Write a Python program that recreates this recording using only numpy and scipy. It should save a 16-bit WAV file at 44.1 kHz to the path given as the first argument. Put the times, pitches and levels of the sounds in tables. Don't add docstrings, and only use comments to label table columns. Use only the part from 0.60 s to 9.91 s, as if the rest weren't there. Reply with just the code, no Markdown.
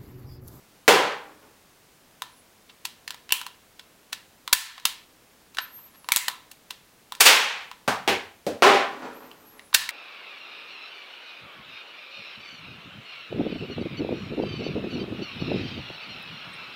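import sys
import numpy as np
from scipy import signal
from scipy.fft import rfft, irfft, next_fast_len
from scipy.io import wavfile
from scipy.ndimage import uniform_filter1d

SR = 44100
rng = np.random.default_rng(int(sys.argv[2]) if len(sys.argv) > 2 else 0)


def log_audio(samples):
    frames = np.atleast_2d(samples).T
    limited = np.clip(frames, -1, 1)
    pcm = np.round(limited * 32767).astype(np.int16)
    wavfile.write(sys.argv[1], SR, pcm)


N = 410571
TIME = np.arange(N) / SR
BURST, TAIL = 4096, 32768
BURST_HZ = np.maximum(np.fft.rfftfreq(BURST, 1 / SR), 1)

# (frequency [Hz], relative density [dB per Hz])
ACTION_COLOUR = [(290, -55), (500, -14), (638, -13.5), (997, -4), (1240, -10.5), (2230, -7.5), (3960, -4.5),
                 (5430, -11.5), (6740, -14), (11600, -18.5), (15500, -19.5)]
# (frequency [Hz], width [Hz], lift [dB])
FRAME_MODES = [(994, 150, 7.5), (1332, 93, 6.5), (1762, 76, 7), (2770, 74, 3), (3540, 100, -3.5),
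               (7750, 230, 2.5), (10140, 430, 3)]


def from_db(db):
    return 10 ** (np.asarray(db) / 20)


def at_hz(points, hz):
    points = np.array(points)
    return np.interp(np.log(np.maximum(hz, 1)), np.log(points[:, 0]), points[:, 1])


def unit_energy(x):
    return x / np.sqrt(np.sum(x ** 2) + 1e-20)


def add(out, start_s, sound):
    i = max(round(start_s * SR), 0)
    out[i:i + len(sound)] += sound[:max(N - i, 0)]


def resonances(modes, hz):
    return sum(db / (1 + (2 * (hz - centre) / width) ** 2) for centre, width, db in modes)


def treble(corner_hz):
    return 1 - 1 / (1 + (BURST_HZ / corner_hz) ** 4)


def swell(start_s, hold_s, attack_s, release_s):
    before_s = np.minimum(TIME - start_s, 0)
    after_s = np.maximum(TIME - start_s - hold_s, 0)
    return np.exp(before_s / attack_s - after_s / release_s)


def noise(colour):
    size = next_fast_len(N)
    spectrum = rfft(rng.standard_normal(size))
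    shaped = irfft(spectrum * from_db(colour(np.fft.rfftfreq(size, 1 / SR))), size)[:N]
    return shaped / shaped.std()


def burst(rise_ms, fall_ms, skirt_db=-13.0, skirt_stretch=2.0):
    lead_ms = 5 * rise_ms
    ms = np.arange(BURST) / SR * 1000 - lead_ms
    fade = np.where(ms < 0, ms / rise_ms, -ms / fall_ms)
    envelope = np.exp(fade) + from_db(skirt_db) * np.exp(fade / skirt_stretch)
    spectrum = rfft(rng.standard_normal(BURST) * envelope)
    spectrum /= np.sqrt(uniform_filter1d(abs(spectrum) ** 2, size=160))
    return irfft(spectrum)[:BURST * 3 // 4], lead_ms / 1000


def body_ring(colour_db):
    cepstrum = irfft(np.log(from_db(colour_db)))
    cepstrum[1:BURST // 2] *= 2
    cepstrum[BURST // 2 + 1:] = 0
    return unit_energy(irfft(np.exp(rfft(cepstrum))))


def room_tail(build_ms=3.4):
    # (frequency [Hz], time to fall by 60 dB [s])
    decay_times = np.array([(100, 0.43), (300, 0.32), (800, 0.41), (2000, 0.41), (5000, 0.34), (9000, .28),
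                            (15000, 0.24)])
    hz = np.fft.rfftfreq(TAIL, 1 / SR)
    shares = np.array([np.interp(hz, decay_times[:, 0], band) for band in np.eye(len(decay_times))])
    bands = irfft(rfft(rng.standard_normal(TAIL)) * shares)
    decays = np.exp(-np.log(1000) * TIME[:TAIL] / decay_times[:, 1:])
    build = 1 - np.exp(-(TIME[:TAIL] * 1000 / build_ms) ** 2)
    return unit_energy(np.sum(bands * decays, axis=0) * build)


def blow(colour_db, rise_ms, fall_ms, room_db):
    # (delay [ms], level [dB])
    near_echoes = [(2.6, -10), (5.9, -17.5), (7.3, -15.5), (16.8, -18.5)]
    body = body_ring(colour_db)
    force, lead_s = burst(rise_ms, fall_ms)
    direct = unit_energy(signal.fftconvolve(force, body))
    tail = from_db(room_db) * signal.fftconvolve(room_tail(), body)
    sound = np.pad(tail, (round(lead_s * SR), 0))
    sound[:len(direct)] += direct
    for ms, db in near_echoes:
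        add(sound, ms / 1000, from_db(db) * direct)
    return np.sqrt(SR / 100) * sound, lead_s


def rubbing(gain, colour_db, bumps_per_s, room_db):
    bumps = (rng.random(N) < bumps_per_s / SR) * rng.standard_normal(N)
    path = from_db(room_db) * room_tail()
    path[0] += 1
    sound = signal.fftconvolve(bumps, signal.fftconvolve(path, body_ring(colour_db)))[:N]
    return sound / sound.std() * gain


def room_air(level_db=-58.5):
    # (frequency [Hz], relative density [dB per Hz])
    air_colour = [(15, -42), (25, -9), (116, -6.5), (169, -4.5), (305, -4.5), (399, -7), (445, -5.5),
                  (495, -7), (1300, -11), (1900, -13), (2170, -13), (4380, -17), (15500, -26)]
    return from_db(level_db) * noise(lambda hz: at_hz(air_colour, hz))


def hiss(level_db=-62.5):
    # (frequency [Hz], relative density [dB per Hz])
    hiss_colour = [(30, 16), (200, 4.5), (1000, 1), (15000, 1.5)]
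    return from_db(level_db) * noise(lambda hz: at_hz(hiss_colour, hz))


def knocks(rise_ms=0.094):
    # (time [s], level [dB], fall [ms], room [dB])
    wood_blows = [(0.2793, 2, 2.3, 9), (7.2777, -20, 6.6, 3.5), (7.477, -20, 1.3, 7),
                  (7.866, -24.5, 2.5, 4.5), (8.0228, 0, 0.22, 7.5), (8.066, -11, 1.2, 9),
                  (8.091, -14.5, 1.0, 2.5), (8.143, -18, 1.1, 3)]
    # (frequency [Hz], relative density [dB per Hz])
    spots = [
        [(47, -65.5), (80, -40.5), (205, -16.5), (239, -19.5), (291, -8.5), (347, -9), (482, -2), (562, -11.5),
         (993, -9), (1110, -12.5), (1470, -11.5), (2090, -15), (3100, -16.5), (15000, -33.5)],
        [(35, -57), (60, -25), (174, -12), (257, -9.5), (372, -24.5), (418, -10.5), (514, -11.5), (619, -9),
         (711, -9), (1490, -9.5), (1920, -16), (4210, -21.5), (15000, -37)],
        [(35, -63.5), (60, -26), (91, -10), (144, -23), (209, -8), (480, -1), (526, -9.5), (780, -6),
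         (1390, -13), (1560, -8), (2530, -7), (8230, -26), (15000, -32.5)],
        [(35, -70), (60, -34), (97, -17.5), (135, -22), (224, -9), (381, -11.5), (539, -3), (835, -22.5),
         (1050, -26), (1330, -28), (1600, -25.5), (2110, -30.5), (3930, -30.5), (15000, -44.5)],
        [(41, -78), (70, -39.5), (225, -15), (263, -7), (345, -8), (395, 3), (505, -3.5), (553, -5),
         (809, -1.5), (926, -10), (1010, -3.5), (1130, -5.5), (3110, -12.5), (15000, -40)],
    ]
    # (frequency [Hz], width [Hz], lift [dB])
    panel_modes = [(390.7, 28, 2.5), (585.4, 20, 5), (797, 10, 7), (1025, 72, 2.5)]
    out = np.zeros(N)
    for k, (s, db, fall_ms, room_db) in enumerate(wood_blows):
        spot = spots[min(k, len(spots) - 1)]
        colour = at_hz(spot, BURST_HZ) + resonances(panel_modes, BURST_HZ)
        sound, lead_s = blow(colour, rise_ms, fall_ms, room_db)
        add(out, s - lead_s, from_db(db) * sound)
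    return out


def rolling(attack_s=0.04, release_s=0.078):
    # (time [s], hold [s], level [dB])
    rolls = [(0.675, .13, -50), (8.33, 0.25, -38.5), (8.752, 0.26, -59.5)]
    # (frequency [Hz], relative density [dB per Hz])
    roll_colour = [(71, -61), (120, -27.5), (294, -4), (357, -13.5), (440, -0.5), (525, -11), (553, -7.5),
                   (604, -14), (1080, -12.5), (8000, -41.5), (10400, -77), (17600, -120)]
    gain = sum(from_db(db) * swell(s, hold_s, attack_s, release_s) for s, hold_s, db in rolls)
    return rubbing(gain, at_hz(roll_colour, BURST_HZ), bumps_per_s=170, room_db=7.5)


def action(rise_share=0.6, bass_hz=620, bright_hz=6500, ring_hz=1500, part_width_share=0.34):
    # (time [s], level [dB], fall [ms], brightness [dB], struck part)
    contacts = [(1.6211, -29, 0.29, 5.5, "trigger"), (2.098, -48, 5.3, -20, "spring"),
                (2.2537, -27.5, 1.94, 4, "spring"), (2.4787, -32.5, 0.95, -3, "hammer"),
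                (2.5066, -33, 0.26, -0.5, "hammer"), (2.545, -42.5, 0.67, 7, "trigger"),
                (2.693, -40.5, 0.53, -3, "catch"), (2.7073, -32.5, 2.4, -8, "slide"),
                (2.7236, -11, 0.82, 15, "slide"), (2.8147, -34.5, 0.83, 4, "frame"),
                (2.866, -34.5, 0.61, 8, "trigger"), (3.1957, -42, 1.96, -7, "spring"),
                (3.53, -27.5, 2.48, -1, "hammer"), (3.8778, -30.5, 0.61, 4, "trigger"),
                (3.9296, -4, 0.77, 6, "hammer"), (3.933, 10.5, 1.7, 9, "hammer"),
                (4.18, -36.5, 1.25, -8, "frame"), (4.1994, -43.5, 1.3, 0, "spring"),
                (4.2545, -14, 1.03, 5.5, "spring"), (4.9485, -46, 2, 1, "hammer"),
                (4.9711, -35, 0.63, -2, "sear"), (4.9864, -22, 2.08, -13.5, "sear"),
                (5.445, -47.5, 0.51, -4, "trigger"), (5.4885, -26, 0.423, 2, "frame"),
                (5.521, -3.5, .6, 12, "catch"), (5.5619, -7.5, .5, 16, "spring"),
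                (5.5703, -15, .4, -6, "pin"), (5.6831, -21, 1.16, 7.5, "trigger"),
                (5.9159, -42, 2.2, 11, "spring"), (6.108, -32.5, 1.63, -1, "spring"),
                (6.5223, -31.5, 0.52, 6, "trigger"), (6.5517, -41, .7, 1, "hammer"),
                (7.1147, -37, 0.48, -6.5, "frame"), (8.715, -46.5, 1.16, -7, "slide"),
                (8.9945, -44, 0.51, -9, "catch"), (9.13, -35, 1.1, -24, "frame"),
                (9.148, -4.5, 2.87, 3, "hammer"), (9.2914, -26.5, 0.92, 1.5, "catch")]
    parts = {"trigger": (3700, 6.5, 13), "hammer": (1670, 6, -10.5), "sear": (1480, 12.4, -5),
             "slide": (2880, 12.8, -1.5), "spring": (3270, 2.5, -7), "catch": (2060, 13.4, -6.5),
             "frame": (1900, 1.1, 9.6), "pin": (7700, 20, -1)}
    bass_db, room_db = -13.5, -11
    out = np.zeros(N)
    body = at_hz(ACTION_COLOUR[1:], BURST_HZ) + resonances(FRAME_MODES, BURST_HZ)
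    body = body + bass_db * (1 - treble(bass_hz))
    frame_band = treble(bass_hz) * (1 - treble(ring_hz))
    for s, db, fall_ms, bright_db, name in contacts:
        part_hz, part_db, ring_db = parts[name]
        part = resonances([(part_hz, part_width_share * part_hz, part_db)], BURST_HZ)
        colour = body + part + ring_db * frame_band + bright_db * treble(bright_hz)
        sound, lead_s = blow(colour, rise_share * fall_ms, fall_ms, room_db)
        add(out, s - lead_s, from_db(db) * sound)
    return out


def whine(flicker_db=5.0, waver_hz=35, sag_hz=850):
    # (time of the top [s], length [s], top pitch before smoothing [Hz], level [dB])
    arcs = [(1.755, 0.11, 11150, -67), (5.027, .075, 12500, -53), (5.155, .13, 12900, -48),
            (5.252, .11, 12200, -55), (5.365, 0.077, 11640, -59), (5.465, .1, 10950, -66),
            (8.58, .08, 12000, -57), (8.685, 0.14, 13560, -60), (8.81, 0.18, 12100, -62),
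            (8.925, .14, 11760, -61), (9.092, .15, 10540, -68)]
    pitch, gain = np.zeros(N), np.zeros(N)
    for s, length_s, top_hz, db in arcs:
        away = (2 * (TIME - s) / length_s) ** 2
        pitch = np.maximum(pitch, top_hz - sag_hz * away)
        gain += from_db(db) * np.exp(-np.minimum(away, 20))
    flicker, waver = (noise(lambda hz: -120 * np.minimum(hz / 200, 1)) for _ in range(2))
    pitch = uniform_filter1d(pitch, size=800) + waver_hz * waver
    tone = np.sqrt(2) * np.sin(2 * np.pi * np.cumsum(pitch) / SR)
    return gain * from_db(flicker_db * flicker) * tone


def thumb(soft_db=-11.0, hold_s=0.009, attack_s=0.011, release_s=0.018):
    # (time [s], level [dB])
    slips = [(5.19, -54), (5.27, -55), (5.35, -55)]
    colour = at_hz(ACTION_COLOUR, BURST_HZ) + resonances(FRAME_MODES, BURST_HZ)
    colour = colour + soft_db * treble(corner_hz=2450)
    gain = sum(from_db(db) * swell(s, hold_s, attack_s, release_s) for s, db in slips)
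    return rubbing(gain, colour, bumps_per_s=600, room_db=-4.5)


def shot(bright_hz=6000):
    # (time [s], level [dB], rise [ms], fall [ms], brightness [dB], room [dB])
    stages = [(6.61, 8, 1.09, 4.8, 8, -3.5), (6.616, 4, 3.0, 9.5, 3, -2), (6.657, 2, 3.6, 5.1, 4, -0.5),
              (6.666, 15, 2.0, 5.7, -0.5, 4)]
    # (frequency [Hz], relative density [dB per Hz])
    blast_colour = [(71, -57.5), (120, -32.5), (271, -15.5), (346, -15), (450, -5), (676, -9), (863, -2),
                    (1170, -4.5), (2540, 0), (15500, -17)]
    out = np.zeros(N)
    for s, db, rise_ms, fall_ms, bright_db, room_db in stages:
        colour = at_hz(blast_colour, BURST_HZ) + bright_db * treble(bright_hz)
        sound, lead_s = blow(colour, rise_ms, fall_ms, room_db)
        add(out, s - lead_s, from_db(db) * sound)
    return out


def scene():
    return (room_air() + knocks() + rolling() + action() + whine() + thumb() + shot())[None]


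def record(dry, limit_db=-7, release_db_per_s=68.5, lopsided=0.16, cutoff_hz=15900):
    power = uniform_filter1d(dry[0] ** 2, size=66)
    level_db = 10 * np.log10(np.maximum(power, 1e-12))
    recovery = release_db_per_s * TIME
    duck_db = np.maximum.accumulate(np.maximum(level_db - limit_db, 0) + recovery) - recovery
    out = dry * from_db(-uniform_filter1d(duck_db, size=24)) + hiss()
    out = out / (1 + (out / 0.9) ** 8) ** (1 / 8)
    out = out - lopsided * np.square(out ** 2)
    out = signal.sosfilt(signal.butter(1, 30, "high", fs=SR, output="sos"), out)
    return signal.sosfilt(signal.ellip(10, 0.2, 75, cutoff_hz, fs=SR, output="sos"), out)


dry = scene()
out = record(dry)
log_audio(out)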